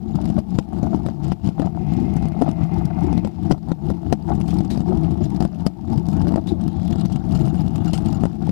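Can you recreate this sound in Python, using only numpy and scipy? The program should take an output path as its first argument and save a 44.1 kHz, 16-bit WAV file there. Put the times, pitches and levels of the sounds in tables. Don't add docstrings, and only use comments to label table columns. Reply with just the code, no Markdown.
import sys
import numpy as np
from scipy import signal
from scipy.fft import rfft, irfft
from scipy.io import wavfile
from scipy.ndimage import uniform_filter1d

SR = 44100
rng = np.random.default_rng(int(sys.argv[2]) if len(sys.argv) > 2 else 0)


def master(y):
    cut = np.clip(np.atleast_2d(y).T, -1, 1)
    pcm = np.round(cut * 32767)
    wavfile.write(sys.argv[1], SR, pcm.astype(np.int16))


N = 375291
TIME = np.arange(N) / SR

# [f/Hz, level/dB]
HISS = [(20, 0), (200, 3), (1000, -4), (4000, -8), (15000, -9)]
EDGE_HZ = 15500

# [start t/s, end t/s, f/Hz, level/dB, wander as a share of f]
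WHIRS = [(1.45, 1.8, 2090, -71, 0.016), (1.872, 2.357, 2120, -55.5, .012), (2.54, 3.2, 2110, -55, 0.02),
         (3.25, 3.4, 2150, -67, .02), (4.9, 5.3, 3100, -67, .06), (6.7, 7.15, 3380, -58.5, .05),
         (7.753, 7.97, 2870, -58.5, .012)]
WHIR_FADE_DB_PER_S = 91

# [t/s, level/dB]
CLINKS = [(0.153, -62), (1.241, -59), (4.545, -61), (4.725, -62), (6.131, -57.5), (6.925, -58),
          (6.981, -57), (7.353, -50.5), (7.408, -55), (7.45, -60), (7.878, -52.5), (7.953, -52),
          (8.083, -53), (8.146, -54.5)]
# [f/Hz, level/dB, t60/s]
LEVER = [(1354, 4, 0.059), (2850, 1.5, 0.046), (4280, -3, 0.044), (4900, -0.5, 0.029), (6900, -1, 0.058),
         (7700, -11, 0.05), (8108, -12, 0.05), (9300, -14, .04), (10950, -18, .05), (14240, -17, 0.07)]
CLINKS_PER_S, CLINK_OVER_DB, CLINK_SPREAD_DB = 2.4, -12, 0.5

# [t/s, level/dB, t60/s, ringing f/Hz, share of ring 0-1]
SCUFFS = [(4.477, -46.5, 0.36, 3300, 0.1), (4.703, -38.5, 0.23, 3900, 0.1), (6.471, -43, 0.19, 3640, 0.2),
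          (6.489, -39.5, 0.067, 3780, 0.7), (7.35, -40, 0.066, 4360, 0.15),
          (7.933, -32.5, 0.073, 2900, 0.23), (7.943, -38, 0.14, 8160, 0.4)]

# [t/s, peak level/dB, t60 of the crumbs/s]
GRIT = [(0.215, -43, 0.024), (0.257, -44, .022), (1.462, -46, .02), (1.936, -41.5, 0.022),
        (2.1395, -39, .004), (2.164, -37, 0.0056), (2.285, -39.5, 0.014), (2.416, -39, .02),
        (2.514, -40, .012), (2.856, -37, .004), (3.008, -46, .02), (3.035, -46, .03), (3.452, -46, .01),
        (3.867, -46, .012), (4.48, -39, 0.02), (4.506, -38, .02), (4.541, -39, .022), (4.591, -43, .015),
        (6.066, -43, .015), (6.115, -41, 0.0088), (6.283, -40, .022), (6.68, -37, .004), (6.831, -42, .008),
        (6.878, -40, 0.025), (6.909, -36.5, .018), (7.125, -39, 0.041), (7.324, -39, 0.024),
        (7.758, -36.5, 0.033), (7.859, -39, .022), (7.977, -35, 0.026), (8.127, -38.5, 0.024)]
GRIT_PER_S, GRIT_OVER_DB, GRIT_SPREAD_DB = 3, 9.5, 2

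TINT_DB, TINT_DB_PER_OCTAVE = 4, 1.5
TAP_S, TAP_OCTAVES, TAP_RANGE_DB, TAPS_PER_S = .0017, 1.9, 20.5, 80
# [f/Hz, width/Hz, level/dB]
BOLTS = [(2860, 260, -8.5), (3760, 800, -7), (5020, 1700, -5), (6840, 89, -7.5), (8080, 110, -12.5),
         (9500, 1000, -10), (10900, 1000, -11), (14200, 200, -6)]
# [f/Hz, level/dB]
CHATTER = [(600, 7.5), (1600, -4), (2300, -2), (3000, -0.5), (3900, -3), (5000, 0.1), (6200, -7),
           (8300, -8.5), (11000, -13), (14000, -20.5), (15500, -47.5)]
# [f/Hz, level/dB]
SAND = [(600, -28), (1500, 1.5), (2100, 1), (3000, 1.5), (3900, 0), (5100, -1), (6000, -6.5), (8000, -16.5),
        (13000, -46.5), (15500, -41)]
# [t/s, share 0-1]
LOOSE = [(0, 0.75), (2.8, 0.3), (4.6, 0.79), (6.3, 0.67), (7.0, 0.88), (8.5, 0.53)]
RASP_DB = -1.5
SCRAPE_DB = -77

# [t/s, peak level/dB, f/Hz]
BOOMS = [(0.149, -18, 295), (0.592, -23.5, 295), (0.948, -18, 316), (1.602, -15, 285), (2.415, -15.5, 259),
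         (2.427, -14.5, 289), (2.488, -19.5, 270), (3.047, -16, 335), (3.075, -21, 348),
         (3.509, -16.5, 320), (3.719, -21, 306), (4.325, -19, 306), (4.895, -24, 320), (5.417, -20, 316),
         (6.343, -16.5, 257), (6.523, -15, 323)]
BOOM_RISE_S, BOOM_FALL_S = 0.0051, 0.0059

# [t/s, level/dB, f/Hz]
CLACKS = [(0.189, -25.5, 746), (0.257, -28, 720), (0.381, -19, 608), (0.838, -27.5, 594),
          (0.87, -25.5, 780), (0.933, -21, 710), (1.582, -27.5, 780), (1.625, -25, 647), (1.644, -30, 690),
          (1.673, -25.5, 720), (1.775, -27, 734), (2.366, -28, 715), (2.411, -24.5, 580), (2.445, -25, 690),
          (2.464, -23, 730), (2.472, -27, 696), (2.48, -19.5, 664), (2.989, -29, 736), (3.015, -25.5, 720),
          (3.084, -29, 855), (3.546, -29.5, 724), (3.677, -37, 754), (4.279, -27.5, 776), (4.297, -24, 710),
          (4.305, -19, 697), (4.319, -20, 798), (4.912, -26.5, 520), (4.924, -24, 684), (5.416, -23, 697),
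          (5.676, -28.5, 660), (5.932, -26.5, 764), (6.206, -26.5, 860), (6.374, -23, 666),
          (6.382, -27, 560), (7.985, -28.5, 780), (8.126, -27, 650)]
# [multiple of its pitch, level/dB, t60/s]
HUB = [(1, 0, 0.034), (1.22, -9, 0.029), (1.85, -18, 0.031), (2.7, -28, 0.018)]

# [t/s, thud level/dB, clack level/dB, clack f/Hz,
# rim crack level/dB, rattle level/dB, depth of the lull that follows/dB (none if negative)]
KNOCKS = [(0.158, -9, -31.5, 800, -38, -46, 2.5), (0.303, -10, -28.5, 710, -45, -43.5, 3),
          (0.39, -10, -26.5, 640, -39, -40.5, 9), (0.589, -7, -21, 500, -23, -32.5, 11),
          (0.832, -8, -25, 620, -38, -39.5, 1), (0.948, -10.5, -23, 854, -38, -49, 0.5),
          (1.065, -12, -26.5, 554, -32, -39.5, -4), (1.088, -19, -25, 654, -35, -46.5, 6),
          (1.321, -9.5, -23.5, 756, -27.5, -34.5, 16.5), (1.491, -8.5, -28.5, 686, -45, -42.5, 5.5),
          (1.599, -12.5, -22.5, 510, -30.5, -39, 2), (1.621, -20, -30, 780, -32, -44, 0.5),
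          (1.663, -12, -29, 710, -45, -47, 6.5), (2.169, -9.5, -30, 825, -40, -40, 2.5),
          (2.257, -11.5, -29, 720, -43, -51, 5.5), (2.416, -13, -18.5, 710, -38, -43, 0.5),
          (2.423, -11, -11.5, 680, -25, -41, 0), (2.492, -9.5, -25.5, 764, -35, -41.5, 5),
          (2.635, -9.5, -37, 720, -43, -50, 4.5), (2.855, -9.5, -40, 850, -43, -42, 7),
          (3.044, -13, -33, 720, -48, -47, 4), (3.13, -12, -23.5, 760, -36, -41, 3.5),
          (3.179, -9, -27.5, 734, -38, -42.5, 8), (3.25, -12.5, -25, 523, -36, -39, 4),
          (3.275, -24, -30, 880, -38, -45, 15), (3.512, -9, -16.5, 737, -23.5, -36.5, 1),
          (3.517, -8, -24.5, 690, -32, -32, -1.5), (3.524, -11.5, -23, 537, -33, -38, 17.5),
          (3.708, -18, -33, 800, -41, -57, 3.5), (3.719, -9.5, -24.5, 540, -28, -40, 10),
          (3.904, -11.5, -24.5, 517, -31, -41.5, 12.5), (4.128, -5.5, -10.5, 716, -22, -28.5, 12),
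          (4.414, -11.5, -34.5, 720, -46, -40.5, 4), (4.608, -8, -25, 720, -38, -42, 5),
          (4.777, -10, -27, 700, -43, -40.5, 4), (4.807, -9, -29, 714, -40, -43, 2.5),
          (5.11, -11, -31.5, 710, -44, -48.5, 3.5), (5.243, -12, -40, 720, -50, -43, 3),
          (5.349, -11.5, -32.5, 720, -41, -47, 3.5), (5.407, -7, -21.5, 766, -37, -35.5, -4),
          (5.426, -9, -23.5, 726, -32, -37.5, -2), (5.453, -8.5, -22.5, 650, -33, -41, 9),
          (5.667, -6.5, -22, 560, -25.5, -28.5, 14.5), (5.98, -8.5, -36, 720, -41, -44, 8),
          (6.088, -10, -29, 720, -40, -39, 2.5), (6.324, -17, -24, 665, -33.5, -52, 3),
          (6.342, -9, -25, 890, -36, -44, 1), (6.361, -9.5, -18, 625, -31, -39.5, 9),
          (6.521, -17, -28.5, 726, -48, -57, 5.5), (6.682, -14.5, -39.5, 724, -38, -48, 5.5),
          (7.059, -12, -36, 720, -45, -39, 3), (7.162, -10.5, -32.5, 720, -41, -40.5, 7.5),
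          (7.476, -15, -30, 730, -37, -53, 5.5), (7.665, -10, -34.5, 720, -44, -49, 3.5),
          (7.936, -10.5, -26.5, 670, -47, -30.5, -1.5), (8.238, -6.5, -19, 684, -26.5, -40, -2.5),
          (8.256, -8, -22.5, 590, -28.5, -40, 8.5), (8.494, -8, -28, 520, -39, -49, 16)]
# [f/Hz, level/dB]
RIM = [(980, -0.5), (1370, -3.5), (1900, -11.5)]
AXLE_HZ, AXLE_DB = 513, -8.5
STONES_PER_S, STONE_SPREAD_DB, STONE_HZ = 3, 1.4, 730
STONE_THUD_DB, STONE_CLACK_DB, STONE_CRACK_DB, STONE_RATTLE_DB = -17.5, -34, -41.5, -49.5

LULL_ONSET_S, LULL_S, LULL_S_PER_DB, LULL_EDGE = 0.027, 0.026, 0.0125, 2.9
DRONE_FOLLOWS, CHATTER_FOLLOWS = 0.93, 1.17
# [middle t/s, half length/s, rise of rumble level/dB, of drone level/dB, of chatter level/dB]
SWELLS = [(0.272, 0.031, 4.5, 0.5, 2.5), (0.374, 0.022, 7, 6.5, 5), (0.455, .025, -1, 1.5, -2),
          (0.66, 0.027, -2.5, 1.5, 2), (1.188, .03, -0.5, -1, -6), (1.384, 0.033, -2.5, 0, -4),
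          (0.525, 0.051, 3.5, 1.5, 3), (0.712, 0.025, 1, 5.5, 2.5), (0.852, 0.022, 0.5, 3, -1),
          (0.943, 0.0092, 2, 5.5, 6.5), (1.249, 0.014, 3, 4, 6), (1.467, 0.031, 10, 7, 8),
          (1.614, 0.03, 0.5, 6.5, 3.5), (2.457, .04, -1, 1, 7), (2.925, .035, 0.5, 3, -1),
          (3.03, 0.045, 2.5, 1.5, 3), (3.504, .03, -5, -0.5, -2), (3.323, 0.038, -2.5, -1, 6),
          (3.606, 0.019, -1.5, -7, -2), (3.8, .05, -2, -0.5, -4.5), (4.02, 0.031, -6, -0.5, -7),
          (4.22, .03, -1, -1, 0), (4.306, 0.027, 0.5, 9.5, 0.5), (4.38, 0.07, 0.5, -1, -2),
          (4.55, 0.058, 2, 1.5, 2.5), (4.9, 0.05, -1, 2.5, 0.5), (5.427, .035, 1, 5.5, 1),
          (5.535, 0.028, 2, 2.5, 3), (5.778, 0.021, -3.5, 2.5, 2), (5.903, 0.043, -0.5, 0.5, 0),
          (6.302, 0.031, -0.5, 3.5, 4), (6.384, .018, -1.5, 9.5, 4), (6.554, 0.029, 1, 1, -6),
          (6.742, 0.028, -0.5, 3.5, 3), (7.005, 0.027, -0.5, -1, 5.5), (7.08, 0.02, -5, -7, -5),
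          (7.23, 0.033, -3, 0.5, -4), (7.54, .025, 1, 0.5, -4), (7.813, 0.025, -2, -1, -8),
          (8.038, 0.019, -2, -3, -6), (8.39, 0.035, -3, -4, -6.5)]
UNEVEN_DB, CHATTER_UNEVEN_DB = 1.03, 1.74

# [t/s, frame rumble level/dB, wheel drone level/dB, chatter level/dB]
RIDE = [(0.0, -30, -49, -66.5), (0.24, -26, -40, -53), (0.41, -25.5, -44.5, -58), (0.85, -23.5, -36.5, -56),
        (1.21, -27.0, -43.5, -58), (1.47, -18, -36, -45), (1.79, -25.5, -40.5, -62),
        (1.96, -21, -38.5, -53.5), (2.39, -24.0, -38.0, -59.5), (2.97, -22, -35.0, -56.5),
        (3.51, -15.5, -33, -47.5), (4.71, -23.5, -39.5, -54), (4.94, -21, -37.5, -56),
        (5.45, -25.5, -41.5, -53.5), (6.09, -20.0, -37.0, -53.5), (6.86, -23.0, -40.5, -54),
        (7.34, -20, -37.5, -51.5), (8.5, -23.5, -39, -52)]
# [f/Hz, level/dB]
FRAME = [(15, -40), (28, -24.5), (50, -4.5), (86, 2), (105, -2.5), (140, 1.5), (165, 3.5), (215, -1),
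         (255, -15), (335, -9), (380, -19.5), (520, -29.5), (900, -68.5)]
# [f/Hz, level/dB]
WHEEL = [(250, -22.5), (450, -17), (590, -10.5), (665, 5.5), (800, 1), (850, -3), (905, -0.5), (975, -15.5),
         (1100, -8.5), (1260, -14.5), (1360, -14), (1490, -22), (1600, -32), (2200, -30), (4000, -70.5)]
# [t/s, steering column f/Hz, wheel f/Hz]
TUNING = [(0.0, 180, 680), (0.07, 164.6, 773), (0.23, 181, 697), (0.75, 161, 737), (0.85, 185, 712),
          (1.37, 157.5, 737), (1.47, 186.5, 719), (1.77, 164.8, 733), (2.51, 172.1, 721),
          (3.41, 161.8, 769), (3.62, 176, 726), (3.72, 184, 795), (3.79, 164.4, 766), (4.14, 167, 707),
          (4.21, 154, 774), (4.52, 171.5, 737), (8.17, 170.5, 732), (8.5, 165, 688)]
# [t/s, level/dB]
BENDS = [(0, 4), (0.6, 5), (1.2, 4), (1.9, -1), (2.3, -3), (3.2, -2), (3.8, 1.5), (4.4, 0.5), (5.2, 1.5),
         (5.9, -3), (6.45, 4), (7.1, 2.5), (7.6, -2.5), (8.1, -4), (8.5, 1)]
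SECOND_BEND, BEND_SWAY_DB = 1.22, 3
# [t/s, deck level/dB, rim level/dB]
BODY = [(0, 6, -15), (0.35, 4.5, -18), (0.5, -2, -17), (0.9, 4, -21.5), (1.7, 4.5, -18), (2.1, 1.5, -20.5),
        (2.95, -1, -20), (3.1, 7.5, -22), (4.2, 3.5, -16), (4.5, 6, -21), (5.3, 8, -19), (5.5, 3, -15),
        (5.9, 5.5, -20), (6.7, 6, -18.5), (7.0, 0, -16), (7.4, 3.5, -15.5), (8.05, 1, -15), (8.35, 5, -15)]
DECK_GROWTH, RIM_GROWTH = 0.18, .45


def gain_of(db):
    return 10 ** (np.asarray(db) / 20)


def evened(x):
    return x / np.sqrt(np.mean(x ** 2) + 1e-20)


def steadied(x, size):
    power = abs(uniform_filter1d(uniform_filter1d(x ** 2, size), size))
    return x / np.sqrt(power + 1e-12)


def curves(rows):
    t, *columns = np.transpose(rows)
    return [np.interp(TIME, t, column) for column in columns]


def add(mix, s, sound):
    part = mix[max(round(s * SR), 0):][:len(sound)]
    part += sound[:len(part)]


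def drift(size):
    noise = rng.standard_normal(N)
    return evened(uniform_filter1d(uniform_filter1d(noise, size), size))


def bumps(per_s, spread_db):
    chance, size, side = rng.random((3, N))
    hit = chance < per_s / SR
    out = np.zeros(N)
    height = np.minimum(-np.log(1 - size[hit]), 4)
    out[hit] = gain_of(spread_db * height) * np.sign(side[hit] - .5)
    return evened(out)


def at_random(per_s, spread_db, level_db):
    gap, luck = rng.random((200, 2)).T
    s = np.cumsum(-np.log(1 - gap)) / per_s
    db = np.interp(s, TIME, level_db) + spread_db * np.log(luck / (1 - luck)) / 2
    return np.transpose([s, db])[s < TIME[-1]]


def ring(x, spectrum, size=8192):
    hz = np.fft.rfftfreq(size, 1 / SR)
    f, db = np.transpose(spectrum)
    db = np.interp(np.log(hz + 1), np.log(f), db)
    log_gain = np.log(gain_of(np.r_[db, db[-2:0:-1]]))
    response = np.fft.ifft(np.exp(np.conj(signal.hilbert(log_gain)))).real[:size // 2]
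    return signal.oaconvolve(x, response / np.linalg.norm(response))[:N]


def resonate(x, hz, width_hz):
    turn = np.exp(2j * np.pi * np.cumsum(hz * np.ones(len(x))) / SR)
    r = np.exp(-np.pi * width_hz / SR)
    envelope = signal.lfilter([1], [1, -2 * r, r * r], x / turn)
    return evened((turn * envelope).real)


def swing(t, hz, rise_s, fall_s):
    envelope = np.exp(np.where(t < 0, -(t / rise_s) ** 2, -t / fall_s))
    return -np.cos(2 * np.pi * hz * t) * envelope


def spurt(t, fall_s):
    return np.exp(-abs(t) / np.where(t < 0, .0015, fall_s))


def tinted(size):
    hz = np.geomspace(1200, 16000, 26)
    octaves = np.log2(hz / 4500)
    resonances_db = TINT_DB * rng.standard_normal(len(hz))
    db = resonances_db + TINT_DB_PER_OCTAVE * rng.standard_normal() * octaves
    colour = np.interp(np.fft.rfftfreq(size, 1 / SR), hz, evened(gain_of(db)))
    return irfft(rfft(rng.standard_normal(size)) * colour, size)


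def bearing(drone_db):
    balls, waver, out = bumps(per_s=700, spread_db=2.0), drift(size=400), np.zeros(N)
    for start, end, hz, db, wander in WHIRS:
        whir = resonate(balls, hz * (1 + wander * waver), width_hz=170)
        hiss = resonate(balls, hz * 1.155, width_hz=670)
        outside_s = abs(TIME - np.clip(TIME, start, end))
        out += gain_of(db - 6.0 - WHIR_FADE_DB_PER_S * outside_s) * (0.9 * whir + hiss)
    return out * steadied(gain_of(drone_db + .6 * drift(size=1500)), size=22000)


def clinks(chatter_db):
    out, t = np.zeros(N), np.arange(SR // 8) / SR
    hz, mode_db, t60 = np.transpose(LEVER)[:, :, None]
    faint = at_random(CLINKS_PER_S, CLINK_SPREAD_DB, chatter_db + CLINK_OVER_DB)
    for s, db in [*CLINKS, *faint]:
        luck, phase = rng.standard_normal((2, len(LEVER), 1))
        decay = gain_of(mode_db + 2.6 * luck - 60 * t / t60)
        modes = decay * np.sin(2 * np.pi * (hz * t + phase))
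        tick = 0.77 * np.exp(-t / 0.0025) * rng.standard_normal(len(t))
        add(out, s, gain_of(db + 7) * (1 - np.exp(-t / 0.0011)) * (modes.sum(0) + tick))
    return out


def scuffs():
    out, t = np.zeros(N), np.arange(SR // 4) / SR
    flutter = 1 + 0.14 * np.cos(2 * np.pi * 150 * t)
    for s, db, t60, hz, share in SCUFFS:
        rub, drive = rng.standard_normal((2, len(t)))
        share = np.clip(share, 0, 1)
        ringing = resonate(drive, hz, width_hz=470)
        sound = np.sqrt(1 - share) * rub + 1.03 * np.sqrt(share) * ringing
        add(out, s, gain_of(db - 60 * t / t60) * flutter * sound)
    return out


def grit(chatter_db):
    out, t = np.zeros(N), np.arange(1000) / SR
    chance = at_random(GRIT_PER_S, GRIT_SPREAD_DB, chatter_db + GRIT_OVER_DB)
    faint = [(s, db, .01) for s, db in chance]
    for s, db, t60 in GRIT + faint:
        crumbs = (1 - np.exp(-t / 0.00046)) * tinted(size=len(t))
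        snap = np.diff(rng.standard_normal(len(t)), prepend=0)
        add(out, s, gain_of(db + 2.0 - 60 * t / t60) * crumbs + gain_of(db + 6 - 60 * t / .002) * snap)
    return out


def bursts(per_s, length_s):
    jolts = abs(bumps(per_s, spread_db=1.6))
    for smear_s in (length_s, .0008):
        jolts = signal.lfilter([1], [1, -np.exp(-1 / (smear_s * SR))], jolts)
    return evened(jolts * rng.standard_normal(N))


def taps():
    out, t = np.zeros(N), np.arange(1024) / SR
    for when, strength, length in rng.random((int(TAPS_PER_S * TIME[-1]), 3)):
        length_s = TAP_S * 2 ** (TAP_OCTAVES * (2 * length - 1))
        u = t / length_s
        peak = gain_of(TAP_RANGE_DB * strength) / length_s ** .3
        add(out, when * TIME[-1], peak * u * np.exp(-u ** 1.3) * tinted(size=len(t)))
    return evened(out)


def chatter(shake, chatter_db):
    loose = np.clip(curves(LOOSE)[0], 0, 1)
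    pressure = 1.04 + abs(steadied(shake, size=3000)) ** 1.3
    rasp = ring(steadied(pressure * bumps(per_s=3500, spread_db=2.5), size=1800), SAND)
    bolts = sum(gain_of(db) * resonate(bursts(per_s=25, length_s=0.0045), hz, width)
                for hz, width, db in BOLTS)
    rattle = steadied(pressure * ring(taps() + 0.31 * bolts, CHATTER), size=3000)
    blend = gain_of(RASP_DB) * np.sqrt(1 - loose) * rasp + np.sqrt(loose) * rattle
    return gain_of(chatter_db - 0.9) * blend + gain_of(SCRAPE_DB) * rasp


def booms():
    out, lead = np.zeros(N), .015
    t = np.arange(SR // 15) / SR - lead
    for s, db, hz in BOOMS:
        add(out, s - lead, gain_of(db) * swing(t, hz, BOOM_RISE_S, BOOM_FALL_S))
    return out


def clacks():
    out, t = np.zeros(N), np.arange(SR // 12) / SR
    multiple, mode_db, t60 = np.transpose(HUB)[:, :, None]
    for s, db, hz in CLACKS:
        luck, phase = rng.standard_normal((2, len(HUB), 1))
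        decay = gain_of(mode_db + 1.0 * luck - 60 * t / t60)
        modes = decay * np.sin(2 * np.pi * (hz * multiple * t + phase))
        add(out, s - .0015, gain_of(db + 2.5) * (1 - np.exp(-t / .0009)) * modes.sum(0))
    return out


def stones(rumble_db):
    chance = at_random(STONES_PER_S, STONE_SPREAD_DB, rumble_db - np.median(rumble_db))
    return [(s, db + STONE_THUD_DB, db + STONE_CLACK_DB, STONE_HZ,
             db + STONE_CRACK_DB, db + STONE_RATTLE_DB, 0) for s, db in chance]


def knocks(rows):
    body, rattle = np.zeros(N), np.zeros(N)
    lead = .01
    t = np.arange(3000) / SR - lead
    early = t + .0009
    scatter = 2 * rng.random((len(rows), 3)) - 1
    for (s, thud_db, clack_db, hz, crack_db, rattle_db, _), (a, b, c) in zip(rows, scatter):
        hardness = np.clip((clack_db - thud_db + 24.5) / 20, 0, 1)
        thud = swing(t, hz=160 * (1 + 0.08 * a + 0.33 * hardness),
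                     rise_s=0.0048 / (1 + 2 * hardness), fall_s=0.0083 / (1 + 3.0 * hardness))
        hub = swing(early, hz=hz * (1 + 0.036 * b), rise_s=0.0016, fall_s=0.0033)
        fork = swing(early, hz=345 * (1 + 0.12 * a), rise_s=0.0028, fall_s=0.0036)
        axle = swing(early, hz=AXLE_HZ * (1 + 0.092 * c), rise_s=0.0017, fall_s=0.0045)
        rim = sum(gain_of(db) * swing(early, f * (1 + 0.088 * c), rise_s=0.00084, fall_s=0.0031)
                  for f, db in RIM)
        clack = hub + gain_of(-2.5) * fork + gain_of(AXLE_DB) * axle
        blow = gain_of(thud_db - 1.5) * thud + gain_of(clack_db - 1.3) * clack
        add(body, s - lead, blow + gain_of(crack_db - 3.5) * rim)
        thrown = spurt(t + 0.0011, fall_s=0.0029)
        landing = 0.19 * spurt(t - .008 - 0.0018 * c, fall_s=0.0021)
        burst = thrown + landing + 0.04 * spurt(t, fall_s=0.016)
        add(rattle, s - lead, gain_of(rattle_db + 1.77) * burst * tinted(size=len(t)))
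    return body, rattle


def lulls():
    drop_db = np.zeros(N)
    t = np.arange(SR // 2) / SR
    lift = 1 - np.exp(-(t / LULL_ONSET_S) ** 2)
    for s, *_, depth_db in KNOCKS:
        depth_db = max(depth_db, 0)
        settle = np.exp(-(t / (LULL_S + LULL_S_PER_DB * depth_db)) ** LULL_EDGE)
        add(drop_db, s, depth_db * lift * settle)
    return drop_db


def swells():
    return sum(np.outer(rise_db, np.exp(-((TIME - s) / half_s) ** 4))
               for s, half_s, *rise_db in SWELLS)


def rolling(rumble_db, drone_db):
    road = bumps(per_s=1000, spread_db=4.5)
    pits = bumps(per_s=220, spread_db=4.0)
    column_hz, wheel_hz = curves(TUNING)
    column_hz = column_hz * (1 + .06 * drift(size=3500))

    first = resonate(road, column_hz * .96, width_hz=24)
    second = resonate(road, column_hz * SECOND_BEND, width_hz=24)
    balance_db = curves(BENDS)[0] + BEND_SWAY_DB * drift(size=5000)
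    column = steadied(first + gain_of(balance_db) * second, size=6000)
    frame = steadied(ring(road, FRAME) + 0.79 * column, size=1300)

    hub = resonate(pits, wheel_hz * (1 + .065 * drift(size=2500)), width_hz=60)
    upper_hz = wheel_hz * 1.18 * (1 + .04 * drift(size=2000))
    upper = resonate(bumps(per_s=120, spread_db=4), upper_hz, width_hz=70)
    wheels = steadied(ring(evened(road + pits), WHEEL) + .7 * hub + .35 * upper, size=2400)

    deck_hz = 318 * (1 + .055 * drift(size=2500))
    deck = steadied(resonate(bumps(per_s=400, spread_db=4), deck_hz, width_hz=48), size=2600)
    rim_hz = 1240 * (1 + 0.11 * drift(size=1200))
    rim = steadied(resonate(pits, rim_hz, width_hz=440), size=2200)

    deck_db, rim_db = curves(BODY)
    strain_db = drone_db - np.median(drone_db)
    return (gain_of(rumble_db + 0.22) * frame + gain_of(drone_db - 2.0) * wheels
            + gain_of(drone_db + deck_db + DECK_GROWTH * strain_db) * deck
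            + gain_of(drone_db + rim_db + RIM_GROWTH * strain_db) * rim)


def scene():
    rumble_db, drone_db, chatter_db = curves(RIDE) + swells()
    lull_db, grain = lulls(), drift(size=1500)
    rumble_db = rumble_db - lull_db + UNEVEN_DB * grain
    drone_db = drone_db - DRONE_FOLLOWS * lull_db + UNEVEN_DB * grain
    chatter_db = chatter_db - CHATTER_FOLLOWS * lull_db + CHATTER_UNEVEN_DB * grain
    roll = rolling(rumble_db, drone_db)
    blows, blow_rattle = knocks(KNOCKS + stones(rumble_db))
    duck = 1 / (1 + 110 * abs(uniform_filter1d(blows ** 2, size=350)))
    shake = duck * roll + blows + booms() + clacks()
    crackle = ring(blow_rattle + grit(chatter_db) + scuffs(), CHATTER)
    fittings = chatter(shake, chatter_db)
    left = shake + fittings + crackle + clinks(chatter_db) + bearing(drone_db)
    right = gain_of(-59.0) * blows + gain_of(-23.5) * blow_rattle
    return np.array([left, right])


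def record(dry):
    hiss = np.array([ring(rng.standard_normal(N), HISS) for _ in dry])
    loud = np.clip(gain_of(6) * dry + gain_of([[-73], [-68.5]]) * hiss, -1, 1)
    low_pass = signal.firwin(151, EDGE_HZ, window=("kaiser", 9), fs=SR)
    return signal.oaconvolve(loud, low_pass[None], "same")


dry = scene()
out = record(dry)
master(out)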